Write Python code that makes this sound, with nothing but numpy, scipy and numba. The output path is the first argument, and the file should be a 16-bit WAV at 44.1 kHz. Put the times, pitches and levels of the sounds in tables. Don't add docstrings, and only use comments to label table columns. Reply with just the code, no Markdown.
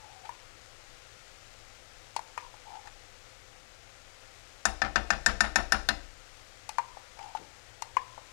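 import sys
import numpy as np
from scipy import signal
from scipy.fft import rfft, irfft
from scipy.io import wavfile
from scipy.ndimage import uniform_filter1d
from numba import njit

SR = 44100
rng = np.random.default_rng(int(sys.argv[2]) if len(sys.argv) > 2 else 0)


def inscribe(sig):
    pcm = np.round(np.clip(np.atleast_2d(sig).T, -1, 1) * 32767)
    wavfile.write(sys.argv[1], SR, pcm.astype(np.int16))


N = 366912
TIME = np.arange(N) / SR
AGE = TIME[:SR]

# band in Hz, t60 in seconds, level in dB.
ROOM_BANDS = [(100, 0.37, 1.5), (402, 0.59, -1.5), (740, 0.33, -6), (1500, 0.45, -18.5), (2730, 0.41, -9.5),
              (5800, 0.44, -14), (14000, 0.26, -9)]
# frequency in Hz, relative gain in dB.
BURNER_EQ = [(12, -52), (20, 2), (72, -10.5), (112, -6), (136, -19), (241, -20.5), (313, -18.5),
             (463, -16.5), (511, -9), (573, -16), (795, -13.5), (1000, -24), (1300, -75)]
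SIZZLE_EQ = [(590, -50), (1000, -4), (1370, 1), (1550, -1.5), (2100, -1), (3190, -4.5), (6940, -7.5),
             (14400, -28), (16000, -35)]
GRIT_EQ = [(300, -28), (1250, 17), (1900, 7), (2400, 10), (3200, 7), (7000, -1), (15000, -31)]
TICK_EQ = [(500, -17), (2000, 7), (3000, 4), (6500, 10), (9000, 1.5), (12000, -1), (16000, -15)]
RATTLE_EQ = [(150, 0.5), (450, -4.5), (750, 7.5), (1050, 1), (1400, 10.5), (2100, -0.5), (5500, -15.5),
             (16000, -54)]
CLANG_EQ = [(200, -20), (450, -13.5), (720, 1), (1080, 8.5), (1680, -12), (2100, 0), (2650, 2), (3200, -19),
            (3700, 2.5), (4500, 1), (5200, 6), (5900, 4.5), (6250, -3), (6650, 0), (7300, -0.5),
            (7850, -15), (8650, -2), (9800, -8.5), (10500, -1.5), (11600, -23), (14000, -13), (16000, -4)]
# nominal pitch in Hz, relative level in dB, t60 in seconds.
CAN_MODES = [(512, -2, 0.09), (680, 4.5, 0.039), (1173, 1, 0.06), (1430, 2.5, 0.014), (1820, 5.5, 0.0089),
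             (2220, -0.5, 0.016), (2480, -5, 0.04), (2820, -7.5, 0.021), (4470, -16, 0.04)]
SPOON_MODES = [(2020, -6, 0.3), (2770, -1, 0.18), (3850, -12, 0.18), (4260, -6, 0.3), (4210, -6, 0.29),
               (5230, -7, 0.26), (5900, -9, 0.14), (8780, 3.5, 0.036)]
PAN_MODES = [(308.5, -21.5, 0.087), (584, -34.5, 0.35), (693, -19, 0.13), (715, -25, 0.12),
             (776, -17, 0.13), (748, -3.5, 0.026), (838, -26, 0.093), (964, -17, 0.11), (1298, -9, 0.051),
             (1317, -23, 0.28), (1474, -2.5, 0.029), (1552, 3.5, 0.031), (2523, -10, 0.036),
             (2790, -19.5, 0.089), (3494, -15.5, 0.034), (4990, -10, 0.041), (7050, -29, 0.17),
             (8470, -25.5, 0.067), (10350, -27, 0.071)]
# pitch in Hz, level against the rap in dB, t60 in seconds,
# build-up in seconds.
GRATE_MODES = [(57.2, -11.5, 0.5, 0.025), (32.5, -18.5, 1, 0.03), (212.7, -0.5, 0.11, 0.028),
               (155, -17, 0.068, 0.013)]
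# start in seconds, length in seconds, level in dB, the hoot's first and last pitch in Hz,
# grit against the hoot in dB.
HELD_HOOTS = [(0, 0.28, -57.5, 878, 715, -17), (0.233, 0.051, -52, 753, 900, -3.5),
              (0.292, 0.06, -58, 950, 975, -14), (2.385, 0.1, -53, 1020, 980, -6.5),
              (2.656, .16, -48.5, 834, 835, -12.5), (2.833, 0.059, -53.5, 835, 870, -2.5),
              (7.168, 0.17, -49, 820, 860, -10.5), (7.335, 0.05, -61, 845, 860, 7)]
# start in seconds, level in dB, hoot pitch in Hz, its t60 in seconds,
# centre of the wall's clank in Hz, then clank and metal tick against the hoot in dB.
SHORT_HOOTS = [(.292, -37.5, 952, 0.023, 1600, -14.5, -21), (2.164, -31, 906, 0.017, 5200, -11, -10),
               (2.192, -38.5, 923, 0.018, 1200, -13.5, -16), (2.377, -35.5, 970, 0.015, 2250, -4.5, -17),
               (2.541, -50.5, 840, 0.015, 700, -10, -19), (2.873, -58.5, 870, 0.028, 1900, 6.5, 0),
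               (6.692, -39.5, 853, 0.019, 2900, -7, -2.5), (6.784, -26, 968, 0.018, 1560, -10, -19),
               (6.7925, -29.5, 953, 0.039, 1780, -25, -38), (6.971, -44.5, 797, 0.013, 695, -8, -26),
               (7.191, -49, 810, 0.0088, 2500, -4, -12), (7.350, -32.5, 842, 0.023, 1300, -23, -26),
               (7.357, -40, 885, 0.032, 1300, -19, -22), (7.822, -36, 914, 0.016, 2090, -11, -5.5),
               (7.968, -22, 1024, 0.022, 2190, -11.5, -26), (8.178, -44.5, 860, 0.012, 694, -7.5, -27)]
# start in seconds, level in dB, contact bandwidth in Hz, clink pitch
# in Hz, relative clink level in dB, delay until the pan settles in seconds, relative clatter in dB.
RIM_RAPS = [(4.6537, -23, 9700, 7180, -7, 0.023, -12), (4.818, -23, 4630, 5270, -35, 0.032, -7.5),
            (4.958, -21.5, 5350, 6900, -22, 0.014, -8), (5.104, -21.5, 6350, 7000, -17.5, 0.024, -9),
            (5.2619, -19.5, 8460, 7060, -12, 0.033, -9), (5.4062, -19.5, 8250, 6950, -13.5, 0.042, -10),
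            (5.558, -20.5, 8500, 6800, -12, 0.031, -9.5), (5.722, -20.5, 8060, 10700, -21.5, 0.025, -8),
            (5.888, -23.5, 6900, 3950, -4.5, 0.017, -9)]


def undb(db):
    return 10 ** (np.asarray(db) / 20)


def unit(x):
    return x / np.sqrt(np.mean(x ** 2))


def burst(x):
    return x / np.sqrt(np.sum(x ** 2) / (SR * .01))


def add(track, start, x):
    i = int(start * SR)
    track[i:i + len(x)] += x[:len(track) - i]


def colour(x, curve):
    hz, db = np.transpose(curve)
    size = 2048
    log_hz = np.log(np.arange(size // 2 + 1) * SR / size + 1)
    log_gain = np.log(undb(np.interp(log_hz, np.log(hz), db)))
    cepstrum = irfft(log_gain)[:size // 2]
    cepstrum[1:] *= 2
    return signal.fftconvolve(x, irfft(np.exp(rfft(cepstrum, size))))[:len(x)]


def colour_bed(x, curve):
    hz, db = np.transpose(curve)
    log_hz = np.log(np.arange(N // 2 + 1) * SR / N + 1)
    return unit(irfft(rfft(x) * undb(np.interp(log_hz, np.log(hz), db)), N))


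def wander(rate):
    hold = int(SR / rate)
    steps = np.repeat(rng.standard_normal(N // hold + 1), hold)
    return unit(uniform_filter1d(steps, hold)[:N])


def fade(t60):
    return np.exp(-np.log(1000) * AGE / t60)


def noise_hit(t60):
    return rng.standard_normal(SR) * fade(t60)


def ring(modes, stretch=1, scatter_db=0, detune=0, phase_turns=1):
    tones = np.zeros(SR)
    for hz, db, t60 in modes:
        level, phase, pitch = rng.standard_normal(3)
        cycles = hz * (stretch + detune * pitch) * AGE + phase_turns * phase
        tones += undb(db + scatter_db * level) * fade(t60) * np.sin(2 * np.pi * cycles)
    return tones * (1 - np.exp(-AGE / .0007))


def clicks(rate, spread_db, size=N):
    impulses = (rng.random(size) < rate / SR) * rng.choice([-1, 1], size)
    return unit(impulses * undb(spread_db * np.minimum(rng.exponential(size=size), 5)))


@njit
def bandpass(x, hz, width_hz):
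    out = np.empty(len(x))
    band_state, low_state = 0., 0.
    for i in range(len(x)):
        gain, damping = np.tan(np.pi * hz[i] / SR), width_hz / hz[i]
        band = (band_state + gain * (x[i] - low_state)) / (1 + gain * (gain + damping))
        band_state = 2 * band - band_state
        low_state += 2 * gain * band
        out[i] = damping * band
    return out


def resonate(x, hz, width_hz):
    centre = np.full(len(x), hz, dtype=float)
    return bandpass(bandpass(x, centre, width_hz), centre, width_hz)


def kitchen_reverb(x, predelay_s=0.0051, build_s=0.0032):
    hz, t60s, db = np.transpose(ROOM_BANDS)
    spectrum = rfft(rng.standard_normal(SR))
    log_hz = np.log(np.arange(len(spectrum)) + 1)
    onset = 1 - np.exp(-np.maximum(AGE - predelay_s, 0) / build_s)
    response = np.zeros(SR)
    for share, t60, gain in zip(np.eye(len(hz)), t60s, undb(db)):
        band = irfft(spectrum * np.interp(log_hz, np.log(hz), share), SR)
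        envelope = onset * fade(t60)
        response += gain * band * envelope / np.linalg.norm(envelope)
    return signal.fftconvolve(x, response)[:len(x)]


def stove(burner_db=-60, hum_hz=108, hum_db=-75, sizzle_db=-58):
    burner = undb(burner_db + 0.29 * wander(5)) * colour_bed(rng.standard_normal(N), BURNER_EQ)
    hum_gain = undb(hum_db + 3.4 * wander(4.9))
    hum = hum_gain * np.sin(2 * np.pi * np.cumsum(hum_hz + 3 * wander(9.2)) / SR)
    bubbles = rng.standard_normal(N) + .5 * clicks(rate=2500, spread_db=3.5)
    sizzle = undb(sizzle_db + 0.38 * wander(2.6)) * colour_bed(bubbles, SIZZLE_EQ)
    return burner + hum + sizzle


def paste_squelch(start=7.385, length=0.063, db=-54):
    window = np.clip(1 - np.abs(2 * (TIME - start) / length - 1) ** 4, 0, 1)
    plops = clicks(rate=430, spread_db=-1.5)
    return undb(db) * window * colour_bed(plops, [(80, -14), (200, -1), (450, 1), (700, -8), (3000, -48)])


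def can_held_hoots(attack_share=0.17, release_share=0.29, edge_db=-11, catch_db=5):
    out = np.zeros(N)
    slips = unit(clicks(rate=1600, spread_db=0) * undb(1.2 * wander(90)))
    grit = colour_bed(slips * undb(catch_db * wander(130)), GRIT_EQ)
    for start, length, db, start_hz, end_hz, grit_db in HELD_HOOTS:
        during = (TIME >= start) & (TIME < start + length)
        progress = (TIME[during] - start) / length
        envelope = np.minimum(progress / attack_share, (1 - progress) / release_share).clip(max=1)
        hoot_hz = start_hz + (end_hz - start_hz) * progress
        hoot = unit(resonate(slips[during], hoot_hz, width_hz=145.))
        gain = undb(db + edge_db * (1 - envelope))
        add(out, start, gain * (hoot + undb(grit_db) * grit[during]))
    return out


def wall_clank(centre_hz, slope_db_per_octave=9):
    modes = [(hz, db - slope_db_per_octave * abs(np.log2(hz / centre_hz)), t60)
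             for hz, db, t60 in CAN_MODES]
    chatter_eq = [(100, -49)] + [(hz, db) for hz, db, _ in modes] + [(8000, -24), (14000, -80)]
    chatter = burst(colour(noise_hit(t60=0.096), chatter_eq))
    return burst(ring(modes, scatter_db=3, detune=.014)) + .5 * chatter


def spoon_tick(muffle_hz=8550, snap_db=-4, ring_db=-8.5):
    snap = burst(colour(noise_hit(t60=0.001), TICK_EQ))
    muffle = signal.butter(2, muffle_hz, fs=SR, output="sos")
    tail = burst(colour(signal.sosfilt(muffle, noise_hit(t60=0.029)), TICK_EQ))
    tick = burst(undb(snap_db) * snap + tail)
    damped_ring = burst(ring(SPOON_MODES) * fade(0.18))
    return burst(tick + undb(ring_db) * damped_ring)


def can_short_hoots(rise_share=0.083, linger_db=-20):
    out = np.zeros(N)
    for start, db, hoot_hz, hoot_t60, clank_hz, clank_db, tick_db in SHORT_HOOTS:
        attack = 1 - np.exp(-AGE / (rise_share * hoot_t60))
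        hoot = burst(attack * fade(hoot_t60) * np.sin(2 * np.pi * hoot_hz * AGE))
        metal = undb(clank_db) * wall_clank(clank_hz) + undb(tick_db) * spoon_tick()
        wavering = resonate(rng.standard_normal(SR), 1.01 * hoot_hz, width_hz=100.)
        linger = undb(linger_db) * burst(wavering * fade(t60=0.86))
        add(out, start, undb(db) * (hoot + metal + linger))
    return out


def grate_rocking(detune=0.012):
    out = np.zeros(N)
    for start, db, *_ in RIM_RAPS:
        for hz, mode_db, t60, rise_s in GRATE_MODES:
            swing = np.sin(2 * np.pi * hz * (1 + detune * rng.standard_normal()) * AGE)
            envelope = (1 - np.exp(-(AGE / rise_s) ** 2)) * fade(t60)
            add(out, start, undb(db + mode_db) * envelope * swing)
    return out


def grate_clatter(settle_s, spread_s=0.019):
    envelope = np.exp(-np.abs(AGE - settle_s) / spread_s)
    return burst(colour(clicks(rate=1500, spread_db=-0.5, size=SR) * envelope, RATTLE_EQ))


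def spoon_ring(until_last_rap_s, loaded_db=-35, free_db=-12.5, shed_s=0.36):
    db = loaded_db + (free_db - loaded_db) * np.exp(-until_last_rap_s / shed_s)
    snap = burst(colour(noise_hit(t60=0.0055), TICK_EQ))
    return undb(db) * (burst(ring(SPOON_MODES)) + snap)


def pan_clang(shared_modes, t60, bounce_s=0.0042, bounce_db=-3, crack_db=-2):
    contact = fade(t60=.008)
    add(contact, bounce_s, undb(bounce_db) * contact)
    local_modes = burst(noise_hit(t60))
    crack = burst(rng.standard_normal(SR) * contact)
    return burst(colour(shared_modes + local_modes + undb(crack_db) * crack, CLANG_EQ))


def pan_ring(main_hz, nominal_hz=1783, main_db=-3.5, peak_s=0.0045, scatter_db=1.7):
    swell = AGE / peak_s * np.exp(1 - AGE / peak_s)
    main = undb(main_db + scatter_db * rng.standard_normal()) * swell * np.sin(2 * np.pi * main_hz * AGE)
    body = ring(PAN_MODES, main_hz / nominal_hz, scatter_db, detune=0.0031, phase_turns=0.12)
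    return burst(body + main)


def pan_raps(first_hz=1769.5, rise_hz_per_s=29, clang_t60=0.043, firm_contact_hz=8200, spoon_send_db=-9):
    out = np.zeros(N)
    shared_modes = burst(noise_hit(clang_t60))
    first_s, last_s = RIM_RAPS[0][0], RIM_RAPS[-1][0]
    for start, db, contact_hz, clink_hz, clink_db, settle_s, clatter_db in RIM_RAPS:
        clang_db = -5 + 3.5 * np.log2(contact_hz / firm_contact_hz)
        clang = undb(clang_db) * pan_clang(shared_modes, clang_t60)
        body = pan_ring(first_hz + rise_hz_per_s * (start - first_s))
        clink = burst(resonate(noise_hit(clang_t60), clink_hz, width_hz=1200.))
        spoon = spoon_ring(last_s - start) + undb(clink_db) * clink
        soften = signal.butter(2, contact_hz, fs=SR, output="sos")
        pan = signal.sosfilt(soften, body + clang) + undb(clatter_db) * grate_clatter(settle_s)
        echo = kitchen_reverb(pan + undb(spoon_send_db) * spoon)
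        add(out, start, undb(db) * (pan + spoon + echo))
    return out


def scene(can_send_db=-6):
    can = can_short_hoots() + can_held_hoots() + paste_squelch()
    mix = pan_raps() + grate_rocking() + can + undb(can_send_db) * kitchen_reverb(can) + stove()
    return np.array([mix, mix])


def record(dry, ceiling=.9, right_db=-83, hiss_db=-92, top_hz=15900):
    rounded = ceiling * np.tanh(2 * dry / ceiling)
    panned = rounded * np.array([[1], [undb(right_db)]])
    hiss = undb(hiss_db) * rng.standard_normal((2, N))
    top_cut = signal.ellip(8, .2, 70, top_hz, fs=SR, output="sos")
    return signal.sosfilt(top_cut, panned + hiss)


dry = scene()
out = record(dry)
inscribe(out)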